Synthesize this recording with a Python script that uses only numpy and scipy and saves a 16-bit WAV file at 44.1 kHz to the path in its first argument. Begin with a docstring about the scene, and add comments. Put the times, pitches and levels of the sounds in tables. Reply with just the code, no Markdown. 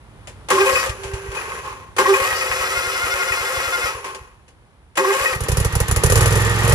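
"""Riding mower, cold start.

A V-twin is started outdoors at night, a metre or two from a stereo microphone. Twice the starter
slams in, grinds the engine over and coasts down; its gear teeth ring the frame and steel covers.
On the third try the cylinders catch, misfire a few times and settle into a fast idle: each firing
knocks the block and sends a slug of gas through the muffler, over valve gear and fan clatter."""
import sys
import numpy as np
from scipy import signal
from scipy.fft import rfft, irfft, next_fast_len
from scipy.io import wavfile

SR = 44100
rng = np.random.default_rng(int(sys.argv[2]) if len(sys.argv) > 2 else 0)


def dump(signal):
    """Clip the signal to [-1, 1] and save it as 16-bit WAV at the path in sys.argv[1]."""
    limited = np.clip(np.atleast_2d(signal).T, -1, 1)
    pcm = np.round(limited * 32767).astype(np.int16)
    wavfile.write(sys.argv[1], SR, pcm)


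N = 297234
T = np.arange(N) / SR

# Width of the noise. Each row: frequency in Hz, share of power that differs between channels.
NOISE_WIDTH = [(300, 0.18), (600, 0.041), (1200, 0.46), (2500, 0.55), (4000, 1), (7000, 0.96), (9000, 0.48),
               (12000, 0.0038)]
# Distant hum. Each row: time in seconds, level in dB.
NIGHT_LEVEL = [(0, -42), (.4, -38), (1.9, -40.5), (4.5, -47), (6.74, -54)]
# Key, solenoid and pinion hits. Each row: start in seconds, level in dB, decay in seconds, frame share.
CLACK_HITS = [(0.272, -31, 0.026, 0.08), (0.486, -23.5, 0.026, 0.2), (0.501, -20, 0.12, 0.29),
              (0.859, -22.5, 0.03, 0.16), (0.894, -22, 0.01, 0.12), (1.034, -28, 0.04, 0.22),
              (1.135, -29.5, 0.029, 0.17), (1.316, -32, 0.027, 0.39), (1.348, -34.5, 0.04, 0.62),
              (1.9645, -23, 0.024, 0.27), (1.983, -19, 0.05, 0.76), (4.043, -30, 0.036, 0.47),
              (4.147, -27.5, 0.015, 0.18), (4.48, -44, 0.023, 0.03), (4.955, -30, 0.036, 0.071),
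              (4.97, -22.5, 0.042, 0.11)]
# Starter tries. Each row: meshing time in seconds, key release in seconds, level in dB,
# flywheel teeth until the first exhaust stroke.
STARTER_TRIES = [(0.504, 0.845, 1.5, 86), (1.985, 3.879, 0.45, 86), (4.974, 5.325, 0.8, 91)]
# Starter baulking and surging. Each row: seconds since meshing, tooth rate in Hz.
TOOTH_RATE = [(0, 175), (.02, 195), (.045, 200), (.06, 270), (.075, 352), (.095, 392), (.112, 402),
              (.138, 388), (.153, 440), (.168, 528), (.2, 555), (.245, 545), (.275, 632), (.36, 640),
              (.7, 680)]
# Gear load. Each row: seconds since meshing, tooth force in dB, grinding in dB.
MESH_LOAD = [(0, -17.5, -9.5), (0.024, -14.5, -28.5), (.05, -24, -25), (.078, -20, -26),
             (0.106, -15.5, -21), (.135, -18.5, -23.5), (0.163, -23, -16.5), (.21, -26.5, -18.5),
             (.265, -19.5, -18.5), (.36, -20, -22.5), (.6, -17, -22.5)]
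# Jolts of a loose cover. Each row: start in seconds, low mode in dB, high mode in dB.
COVER_JOLTS = [(.505, -43, -22), (.605, -34, -15), (0.663, -27, -12), (.752, -19, -14), (1.368, -34, -21),
               (2.135, -19, -14), (2.305, -18, -29), (2.408, -23, -17.5), (2.512, -20, -22),
               (2.68, -24, -42), (3.06, -41, -42), (3.22, -21, -20), (3.318, -17, -16), (5.128, -31, -23),
               (5.256, -11, -14)]
# Pinion jams. Each row: time in seconds, level in dB.
PINION_JAMS = [(.514, -12), (.580, -14), (0.677, -20), (2.008, -21), (2.060, -10), (2.145, -15),
               (2.241, -16), (5.048, -13.5), (5.104, -18)]
# Coughs as the engine runs on after a try. Each row: time in seconds, level in dB.
RUN_ON_COUGHS = [(.892, -13), (1.049, -18), (1.133, -12.5), (1.283, -17), (3.947, -24.5), (4.208, -27)]
# Pinion squeals. Each row: start in seconds, fade start in seconds, level in dB.
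PINION_SQUEALS = [(0.733, .755, -29.5), (0.8, 0.81, -26.5), (2.366, 2.416, -29.5)]
# Freed gears. Each row: start in seconds, fade start in seconds, chatter in dB, frame ring in dB.
COAST_SPANS = [(0.923, 1.323, -30, -49), (1.352, 1.583, -25.5, -38.5), (1.647, 1.71, -36, -33.5),
               (3.866, 3.99, -26, -40.5), (4.056, 4.076, -30, -35)]
# Engine catching and picking up. Each row: time in seconds, four-stroke cycle rate in Hz.
CYCLE_RATE = [(5.31, 8.9), (5.44, 13.2), (5.52, 11.1), (5.61, 13.33), (5.87, 12.41), (5.99, 12.91),
              (6.1, 16.95), (6.22, 20.08), (6.36, 21.16), (6.74, 22.36)]
# Valve gear, fan and panels. Each row: time in seconds, level in dB.
CLATTER_LEVEL = [(5.31, -44.5), (5.45, -30.5), (6.0, -29), (6.2, -23.5), (6.45, -22.5), (6.74, -21)]
# Firings grow with fuel, then the governor trims. Each row: time in seconds, exhaust in dB, knock in dB.
FIRING_LEVEL = [(5.35, -15, -24), (5.41, -9, -24), (5.485, -4, -16.5), (5.525, -3.5, -17.5),
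                (5.64, -2, -13), (5.96, -2, -13), (6.15, -2, -14.5), (6.35, -5.5, -20), (6.57, -10.5, -28),
                (6.72, -2.5, -15)]
# Failed or weak charges. Each row: time in seconds, exhaust change in dB, knock change in dB.
WEAK_FIRINGS = [(5.44, -26, -4), (5.483, -3, -3.5), (5.675, -30, -36), (5.723, -4, -11), (5.83, -23, -42),
                (5.881, -2.5, -5), (5.988, -26, -25)]
# Intake gulps. Each row: time in seconds, level in dB.
INTAKE_LEVEL = [(6.0, -27), (6.15, -6), (6.35, -10.5), (6.57, -14), (6.72, -10)]

# Resonances. Each row: frequency in Hz, bandwidth in Hz, relative level in dB.
FRAME_MODES = [(388.4, 13.2, 17.5), (525, 8.6, 19.5), (879, 37, 10.5), (1069, 39.5, 16.5), (1161, 28, 8),
               (1283, 11, 5.5), (1416, 14.4, 10.5), (1600, 20, 12), (1834, 34, 8.5), (2106, 23, 2.5),
               (2380, 21, -6)]
COVER_MODES = [(1905, 8, -1), (2200, 40, 1.5), (2514, 18, 11.5), (2870, 33, 3), (4836, 23, -7),
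               (5290, 30, -12), (5850, 78, -13.5), (7300, 38, -3)]  # thin steel
HOUSING_MODES = [(664, 41, -8.5), (757, 36, 0), (917, 12, 0.5), (1097, 50, 9.5), (1257, 32, 5),
                 (1532, 33, 6), (1623, 26, 9.5), (1723, 26, 2), (1910, 12, 15.5), (2073, 40, 4.5),
                 (2350, 60, 1), (2616, 47, -4)]  # cast gear housing
CASING_MODES = [(3563, 40, 0.5), (4173, 45, -4), (4970, 87, -0.5), (5230, 52, 4.5), (5685, 70, 4)]  # starter casing
MUFFLER_MODES = [(62.6, 23.4, 2.5), (105.6, 11.5, -0.5), (142, 81, -2), (280, 510, -7)]
PANEL_MODES = [(362, 27, 5), (467, 12, 14.5), (600, 42, -3), (834, 83, 3), (1185, 42, 10), (1324, 56, -18),
               (1774, 18, 15), (1870, 17, 18), (7350, 67, -1)]
SQUEAL_MODES = [(4800, 170, 1), (5280, 120, 1), (5900, 220, -5)]
SHROUD_MODES = [(927, 13, 1), (1067, 43, 8)]  # flywheel shroud
FIN_MODES = [(7020, 27, 0)]  # cooling fins
BLOCK_MODES = [(455, 75, 4.5), (1140, 160, -15), (1610, 220, -22)]

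# Noise spectra. Each row: frequency in Hz, relative level in dB.
NIGHT_SPECTRUM = [(25, -14), (55, 5.5), (110, -1.5), (200, -11.5), (500, -17), (1100, -17.5), (3000, -27),
                  (7000, -39.5), (10000, -34.5), (12000, -47), (16000, -98)]
CLACK_SPECTRUM = [(200, -50.5), (500, 14.5), (1100, 1.5), (2700, 10.5), (3800, 0.5), (7000, 0.5),
                  (11000, -5), (16000, -83)]
GRIND_SPECTRUM = [(150, -29), (270, -91), (390, -34), (445, -6), (520, 8.5), (620, -9.5), (950, -6.5),
                  (1300, -1), (2000, -3.5), (2700, -8), (3600, -17.5), (5300, -14), (11500, -16.5),
                  (16000, -31)]
COAST_SPECTRUM = [(150, -20), (280, -25), (390, 5.5), (520, 0.5), (700, -8.5), (1080, -3), (1400, -3),
                  (2200, -7), (2550, -1), (3600, -19), (7000, -14.5), (9000, -26), (10700, -12.5),
                  (16000, -67)]
CLATTER_SPECTRUM = [(50, -12), (150, 11), (280, -2), (480, 1.5), (650, -3.5), (1200, 3.5), (1850, -3),
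                    (2700, -1), (4000, -8), (7400, -14), (11000, -55), (16000, -56)]
KNOCK_SPECTRUM = [(40, -35.5), (130, 19.5), (250, -6), (470, 14.5), (750, -2.5), (1150, 2.5), (1700, 0.5),
                  (2200, -3.5), (2550, -5), (3500, -7.5), (6500, -2), (8500, -5.5), (10700, -1),
                  (16000, -28.5)]

# Response of both microphone ports. Each row: frequency in Hz, gain in dB.
PORT_RESPONSE = [(100, -2), (9500, -3.5), (12000, 5.5), (13000, 6), (14200, -21), (16000, -34)]
# Port imbalance. Each row: frequency in Hz, left minus right in dB.
PORT_BALANCE = [(60, -3), (130, 0), (400, -6), (560, 6), (750, -8.5), (1100, 0.5), (1500, -1), (2400, 4),
                (4500, 2.5), (6200, 6.5), (7400, 9), (9000, -1), (16000, -0.5)]

TEETH_PER_CYCLE, SECOND_CYLINDER_LAG_CYCLES = 181.9, 3 / 8


def undb(db):
    """Decibels to gain."""
    return np.exp(np.asarray(db) * (np.log(10) / 20))


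def noise():
    """Stereo noise of a wide source: alike in the bass, partly unrelated higher up."""
    size = next_fast_len(N)
    bin_hz = np.arange(size // 2 + 1) * SR / size
    share = np.clip(np.interp(bin_hz, *np.transpose(NOISE_WIDTH)), 0, 1)
    white = rfft(rng.standard_normal((3, size)))
    return irfft(np.sqrt(1 - share) * white[0] + np.sqrt(share) * white[1:], size)[:, :N]


def track(rows):
    """A (seconds, value) curve at every sample."""
    return np.interp(T, *np.transpose(rows))


def swell(start_s, end_s, db, attack_s, release_db_per_s, slope_db_per_s=0):
    """Gain that rises until the start, follows a slope and dies away after the end."""
    rise = np.clip(1 + (T - start_s) / attack_s, 0, 1)
    held_db = db + slope_db_per_s * np.maximum(T - start_s, 0)
    return rise * undb(held_db - release_db_per_s * np.maximum(T - end_s, 0))


def walk(rate_hz):
    """Random wander with a spread near 1."""
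    knots_s = np.arange(0, T[-1] + 1, 1 / rate_hz)
    return np.interp(T, knots_s, np.resize(rng.standard_normal(4096), len(knots_s)))


def colour(x, points, keep_power=True):
    """Minimum-phase filter through (Hz, dB) points."""
    size = 8192
    hz, db = np.transpose(points)
    bin_hz = np.arange(size // 2 + 1) * SR / size
    gain = undb(np.interp(np.log(bin_hz + 1), np.log(hz), db))
    if keep_power:
        gain = gain / np.sqrt(np.mean(gain ** 2))
    cepstrum = irfft(np.log(gain), size)
    cepstrum[1:size // 2] *= 2
    cepstrum[size // 2 + 1:] = 0
    return convolve(x, irfft(np.exp(rfft(cepstrum)), size))


def response(modes):
    """Unit-energy ring of damped modes after one blow."""
    t = T[:SR // 4]
    ring = sum(undb(db) * width_hz * np.exp(-np.pi * width_hz * t) * np.cos(2 * np.pi * hz * t)
               for hz, width_hz, db in modes)
    return ring / np.sqrt(np.sum(ring ** 2))


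def convolve(x, h):
    """Pass each channel through an impulse response."""
    return signal.oaconvolve(np.atleast_2d(x), np.atleast_2d(h), axes=1)[:, :N]


def resonate(x, modes):
    """Drive a set of modes."""
    return convolve(x, response(modes))


def impulses(times_s, sizes):
    """Clicks, each shared between two neighbouring samples."""
    at = np.asarray(times_s) * SR
    i = at.astype(int)
    return np.bincount(i, sizes * (1 - at + i), N)[:N] + np.bincount(i + 1, sizes * (at - i), N)[:N]


def lean_left(x, db):
    """Set the left channel this far above the right."""
    return x * undb([[db / 2], [-db / 2]])


def stroke_times(cycles, first):
    """Seconds at which the crank passes one angle, once a cycle from the first on."""
    return T[np.searchsorted(cycles, np.arange(first, cycles[-1], 1))]


def night_air():
    """Distant low hum."""
    return colour(noise(), NIGHT_SPECTRUM) * undb(track(NIGHT_LEVEL) + 0.13 * walk(4.7))


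def clacks():
    """Steel hits steel: a burst of chatter that also rings the frame."""
    burst, push = np.zeros(N), np.zeros(N)
    t = T[:SR // 4]
    for start_s, db, decay_s, frame_share in CLACK_HITS:
        span = int(start_s * SR) + np.arange(len(t))
        blow = undb(db) * np.exp(-t / decay_s)
        burst[span] += blow
        push[span] += frame_share * blow
    return colour(noise() * burst, CLACK_SPECTRUM) + 3.4 * resonate(noise() * push, FRAME_MODES)


def starter_spin(start_s, release_s, lead_teeth, drop_out_s=0.1, slowing_hz_per_s=920):
    """The starter spins up, slows on key release and drops out; cycles count from the first exhaust."""
    meshed = (T >= start_s) & (T <= release_s + drop_out_s)
    tooth_hz = np.interp(T - start_s, *np.transpose(TOOTH_RATE))
    tooth_hz -= slowing_hz_per_s * np.clip(T - release_s, 0, drop_out_s)
    cycles = (np.cumsum(tooth_hz * meshed) / SR - lead_teeth) / TEETH_PER_CYCLE
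    return meshed, tooth_hz, cycles


def starter(start_s, release_s, db, lead_teeth, fade_db_per_s=208, wear_db=2, brush_db=-13):
    """One try: tooth blows, their shove on the frame, tooth scraping and brush whistle."""
    meshed, tooth_hz, cycles = starter_spin(start_s, release_s, lead_teeth)
    age_s, force_db, grinding_db = np.transpose(MESH_LOAD)
    settled = np.clip((T - start_s - 0.25) / 0.15, 0, 1)
    strain = settled * np.cos(2 * np.pi * 3 * (cycles + 0.035))  # pistons and valve springs
    drive = meshed * undb(db - fade_db_per_s * np.maximum(T - release_s, 0))
    force = drive * undb(np.interp(T - start_s, age_s, force_db) + 2 * strain)
    grinding = drive * undb(np.interp(T - start_s, age_s, grinding_db) - strain)
    dips = strain - 0.3 * (2 * strain ** 2 - settled ** 2)  # sharp at each compression
    tooth_hz = tooth_hz * (1 + 0.042 * dips + 0.008 * walk(70))
    teeth_passed = np.cumsum(tooth_hz * meshed) / SR
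    times_s = np.interp(np.arange(int(teeth_passed[-1])), teeth_passed[meshed], T[meshed])
    timing, size = rng.standard_normal((4096, 2))[:len(times_s)].T
    slack_s = 30e-6 * (1 + (300 / np.interp(times_s, T, tooth_hz)) ** 6)  # slow teeth hit unevenly
    teeth = impulses(times_s + slack_s * timing, undb(0.5 * np.tanh(size))) * np.sqrt(SR / tooth_hz)
    scrape = grinding * (1 + 0.39 * np.cos(2 * np.pi * teeth_passed))
    commutator = np.sin(2 * np.pi * 7.5 * teeth_passed)
    brushes = undb(brush_db) * grinding * (tooth_hz / 700) ** 2 * walk(250) * commutator
    teeth = teeth * force * undb(wear_db * walk(45))
    torque = 1 - tooth_hz / TOOTH_RATE[-1][1]
    return teeth, teeth * torque, scrape, brushes


def cranking(backlash=0.09, grit_db=3):
    """The teeth ring and rock the frame; after each compression the flywheel overruns and rattles."""
    teeth, shoves, scrape, brushes = np.sum([starter(*row) for row in STARTER_TRIES], axis=0)
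    puffs_s, _ = crank_puffs()
    overrun = convolve(impulses(puffs_s, np.ones(len(puffs_s))), np.hanning(int(0.055 * SR)))
    load = undb(0.5 * overrun - 2)
    rasp = noise() * scrape * undb(np.tanh(walk(130)) + grit_db * np.tanh(walk(1200)))
    rattle = noise() * scrape * (1 + backlash * overrun)
    frame = resonate(undb(1.5) * teeth * load + undb(-10) * rattle, FRAME_MODES)
    rocking = undb(-12) * resonate(shoves, FRAME_MODES[:1])
    covers = undb(-8) * resonate(rattle + 0.06 * teeth, COVER_MODES)
    grind = (undb(-2.5) * colour(rasp, GRIND_SPECTRUM) + brushes) * load
    housing = undb(-6) * loose_parts(scrape)
    whine = undb(-19) * resonate(teeth, CASING_MODES)
    return lean_left(shaken(frame + covers) + rocking + housing + grind + whine, db=1)


def loose_parts(gain, knocks_per_s=150, spread_db=4, contact_s=0.0015):
    """Random short contacts, some hard and many soft, ring the gear housing."""
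    count = int(knocks_per_s * T[-1])
    times_s = rng.random(count) * T[-1]
    sizes = undb(spread_db * np.minimum(rng.standard_normal(count), 2))
    contacts = convolve(impulses(times_s, sizes), np.exp(-T[:SR // 50] / contact_s))
    knocks = noise() * contacts / np.sqrt(np.mean(contacts ** 2))
    return resonate(knocks * gain, HOUSING_MODES)


def shaken(x):
    """The shaking machine makes its rings waver, the high ones most."""
    delay_s = 50e-6 * walk(170) + 120e-6 * walk(35)
    return np.array([np.interp(T - delay_s, T, channel) for channel in x])


def cover_jolts(modes_hz=(1910, 2520), attack_s=0.0047, flutter_db=2):
    """A jolted cover rings briefly, its two modes wavering as it shifts on its bolts."""
    starts_s, *mode_levels_db = np.transpose(COVER_JOLTS)
    ring = 0
    for hz, levels_db in zip(modes_hz, mode_levels_db):
        gain = sum(swell(peak_s, peak_s, db, attack_s, release_db_per_s=478)
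                   for peak_s, db in zip(starts_s + attack_s, levels_db))
        gain *= undb(flutter_db * walk(300))
        phase = 2 * np.pi * np.cumsum(hz * (1 + 0.00707 * walk(120))) / SR
        ring += gain * np.sin(phase)
    return shaken(lean_left(np.sqrt(2) * ring, db=3))


def pinion_jams(pitch_hz=1072, rise_hz_per_s=5000, hold_s=0.007, rasp_db=-7):
    """The pinion sticks on a tooth, barks at a rising pitch and rasps through the housing."""
    tone, grip = 0, 0
    for start_s, db in PINION_JAMS:
        age_s = T - start_s
        gain = swell(start_s, start_s + hold_s, db, attack_s=0.0044, release_db_per_s=1096)
        tone += gain * np.sin(2 * np.pi * age_s * (pitch_hz + rise_hz_per_s * age_s / 2))
        grip += gain
    return np.sqrt(2) * tone + undb(rasp_db) * resonate(noise() * grip, HOUSING_MODES)


def crank_puffs(first_db=-21.5, second_db=-25):
    """Times and levels: each cranked cylinder breathes out once a cycle; coughs follow the release."""
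    rows = list(RUN_ON_COUGHS)
    for start_s, release_s, _, lead_teeth in STARTER_TRIES:
        _, _, cycles = starter_spin(start_s, release_s, lead_teeth)
        for first, db in [(0, first_db), (SECOND_CYLINDER_LAG_CYCLES, second_db)]:
            rows += [(time_s, db) for time_s in stroke_times(cycles, first) if time_s < release_s]
    return np.transpose(rows)


def gas_pulses(times_s, levels_db, valve_s=0.0089, rush_db=-25):
    """At each valve opening a rounded slug of gas rings the muffler and rushes through the panels."""
    slug = np.sin(np.pi * np.minimum(T[:SR // 40] / valve_s, 1)) ** 2
    thump = np.convolve(slug, response(MUFFLER_MODES))
    pulses = impulses(times_s, undb(levels_db))
    rush = resonate(noise() * convolve(pulses, slug), PANEL_MODES)
    return convolve(pulses, thump / np.max(np.abs(thump))) + undb(rush_db) * rush


def pinion_squeals(grit_db=3):
    """The pinion slides along the flywheel teeth in short gritty squeals."""
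    gain = sum(swell(*row, attack_s=0.028, release_db_per_s=402, slope_db_per_s=-2)
               for row in PINION_SQUEALS)
    return resonate(noise() * gain * undb(grit_db * np.tanh(walk(840))), SQUEAL_MODES)


def coasting():
    """Unloaded gears chatter to rest, ringing frame, covers, shroud and housing."""
    shape = dict(attack_s=0.018, release_db_per_s=93, slope_db_per_s=0.5)
    gears = noise() * undb(1.12 * walk(150) + 0.39 * walk(35))
    turning = sum(swell(start_s, end_s, db, **shape) for start_s, end_s, db, _ in COAST_SPANS)
    chatter = gears * turning
    shaking = gears * sum(swell(start_s, end_s, db, **shape) for start_s, end_s, _, db in COAST_SPANS)
    ring = resonate(shaking, FRAME_MODES) + undb(-14) * resonate(chatter, COVER_MODES)
    shroud = undb(-2) * resonate(shaking, SHROUD_MODES)
    housing = undb(-11) * loose_parts(turning)
    return 0.46 * colour(chatter, COAST_SPECTRUM) + 0.44 * ring + shroud + housing


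def groan(pitch_hz=392):
    """After the first try a rubbing part groans near the frame's lowest mode."""
    phase = 2 * np.pi * np.cumsum(pitch_hz * (1 + 0.00525 * walk(61.5))) / SR
    rub = swell(start_s=0.99, end_s=1.345, db=-33.5, attack_s=0.016,
                release_db_per_s=350, slope_db_per_s=13)
    return (np.sin(phase) + undb(-10) * np.sin(4 * phase)) * rub * undb(2.2 * walk(31.2))


def clatter(ticks_per_cycle=40):
    """Valve gear ticks at the same crank angles each cycle, over fan noise, panels and linkage."""
    cycles = np.cumsum(track(CYCLE_RATE)) / SR
    angles, sizes = rng.random(ticks_per_cycle), rng.standard_normal(ticks_per_cycle)
    tick_cycles = (np.arange(int(cycles[-1]) + 1)[:, None] + angles).ravel()
    tick_cycles = tick_cycles[tick_cycles < cycles[-1]]
    ticks = impulses(np.interp(tick_cycles, cycles, T), np.resize(sizes, len(tick_cycles)))
    ticks /= np.std(ticks)
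    gain = (T >= CYCLE_RATE[0][0]) * undb(track(CLATTER_LEVEL) + 0.71 * walk(60))
    panels = resonate((0.97 * ticks + noise()) * gain, PANEL_MODES)
    linkage = loose_parts(gain)
    direct = colour((0.18 * ticks + noise()) * gain, CLATTER_SPECTRUM)
    return direct + undb(-6) * (panels + linkage)


def running_cycles():
    """Four-stroke cycles turned since the engine caught."""
    return np.cumsum(track(CYCLE_RATE) * (T >= CYCLE_RATE[0][0])) / SR


def firings(scatter_db=1.25):
    """Times, exhaust and knock levels of two unevenly spaced firings a cycle; some fail while cold."""
    cycles = running_cycles()
    knots_s, exhaust_curve_db, knock_curve_db = np.transpose(FIRING_LEVEL)
    rows = []
    for first, exhaust_trim_db, knock_trim_db in [(1, 0, 0), (SECOND_CYLINDER_LAG_CYCLES, -0.5, -1.5)]:
        times_s = stroke_times(cycles, first)
        burn_db = scatter_db * rng.standard_normal(len(times_s))  # no two charges burn alike
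        exhaust_db = np.interp(times_s, knots_s, exhaust_curve_db) + exhaust_trim_db + burn_db
        knock_db = np.interp(times_s, knots_s, knock_curve_db) + knock_trim_db + 2 * burn_db
        rows += zip(times_s, exhaust_db, knock_db)
    rows = np.array(rows)
    for time_s, *change_db in WEAK_FIRINGS:
        nearest = np.argmin(abs(rows[:, 0] - time_s))
        rows[nearest, 1:] += change_db
    return rows.T


def combustion(knock_s=0.01, tail_s=0.04, burn_s=0.00202, valve_lag_s=0.00786):
    """Each firing cracks through covers and fins and makes the block bark; the exhaust follows."""
    times_s, exhaust_db, knock_db = firings()
    t = T[:SR // 6]
    decay = np.exp(-t / knock_s) + 0.13 * np.exp(-t / tail_s)
    blows = convolve(impulses(times_s, undb(knock_db)), decay)
    crack = noise() * blows * undb(0.1 * walk(740))
    knock = 1.21 * colour(crack, KNOCK_SPECTRUM) + undb(-12) * resonate(crack, COVER_MODES)
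    fins = undb(-15) * resonate(crack, FIN_MODES)
    block = response(BLOCK_MODES)
    bark = undb(2) * convolve(impulses(times_s + burn_s, undb(knock_db)), block / np.max(np.abs(block)))
    exhaust = gas_pulses(times_s + valve_lag_s, exhaust_db - 0.5)
    return knock + bark + fins + exhaust


def intake(lag_cycles=0.23, valve_lag_s=0.0064):
    """As the revs rise, a hollow gulp of air between the two firings makes a three-beat chug."""
    times_s = stroke_times(running_cycles(), 1 + lag_cycles)
    times_s = times_s[times_s > INTAKE_LEVEL[0][0]]
    return gas_pulses(times_s + valve_lag_s, np.interp(times_s, *np.transpose(INTAKE_LEVEL)))


def yard(x, left_delay_samples=9, scatter_s=0.014, scatter_db=-17):
    """Sound reaches the right port first; a trailer and trees scatter a little back."""
    t = T[:SR // 4]
    direct = np.array([np.pad(x[0], (left_delay_samples, 0))[:N], x[1]])
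    echoes = rng.standard_normal((2, len(t))) * np.exp(-t / scatter_s) * np.sqrt(2 / (scatter_s * SR))
    return direct + undb(scatter_db) * convolve(x, echoes)


def scene():
    """Night air, starter and engine in the open yard."""
    night = night_air()
    chuffs = gas_pulses(*crank_puffs(), valve_s=0.011, rush_db=-36)  # slow crank: valve open longer
    running = (combustion() + intake() + clatter()) * undb([[-0.6], [0.8]])  # muffler to the right
    starting = cranking() + pinion_jams() + cover_jolts() + pinion_squeals()
    run_down = coasting() + groan()
    return yard(night + clacks() + starting + chuffs + run_down + running)


def record(dry, rumble_hz=50, ceiling=0.92, top_hz=16000):
    """Two unlike microphone ports resonate in the treble; peaks are rounded, rumble and top cut."""
    left = colour(dry[0], [(hz, db / 2) for hz, db in PORT_BALANCE], keep_power=False)
    right = colour(dry[1], [(hz, -db / 2) for hz, db in PORT_BALANCE], keep_power=False)
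    ports = colour(np.vstack([left, right]), PORT_RESPONSE, keep_power=False)
    ports = signal.sosfilt(signal.butter(2, rumble_hz, "high", fs=SR, output="sos"), ports)
    rounded = ports / (1 + (ports / ceiling) ** 6) ** (1 / 6)
    return signal.sosfilt(signal.ellip(8, 0.2, 70, top_hz, fs=SR, output="sos"), rounded)


dry = scene()
out = record(dry)
dump(out)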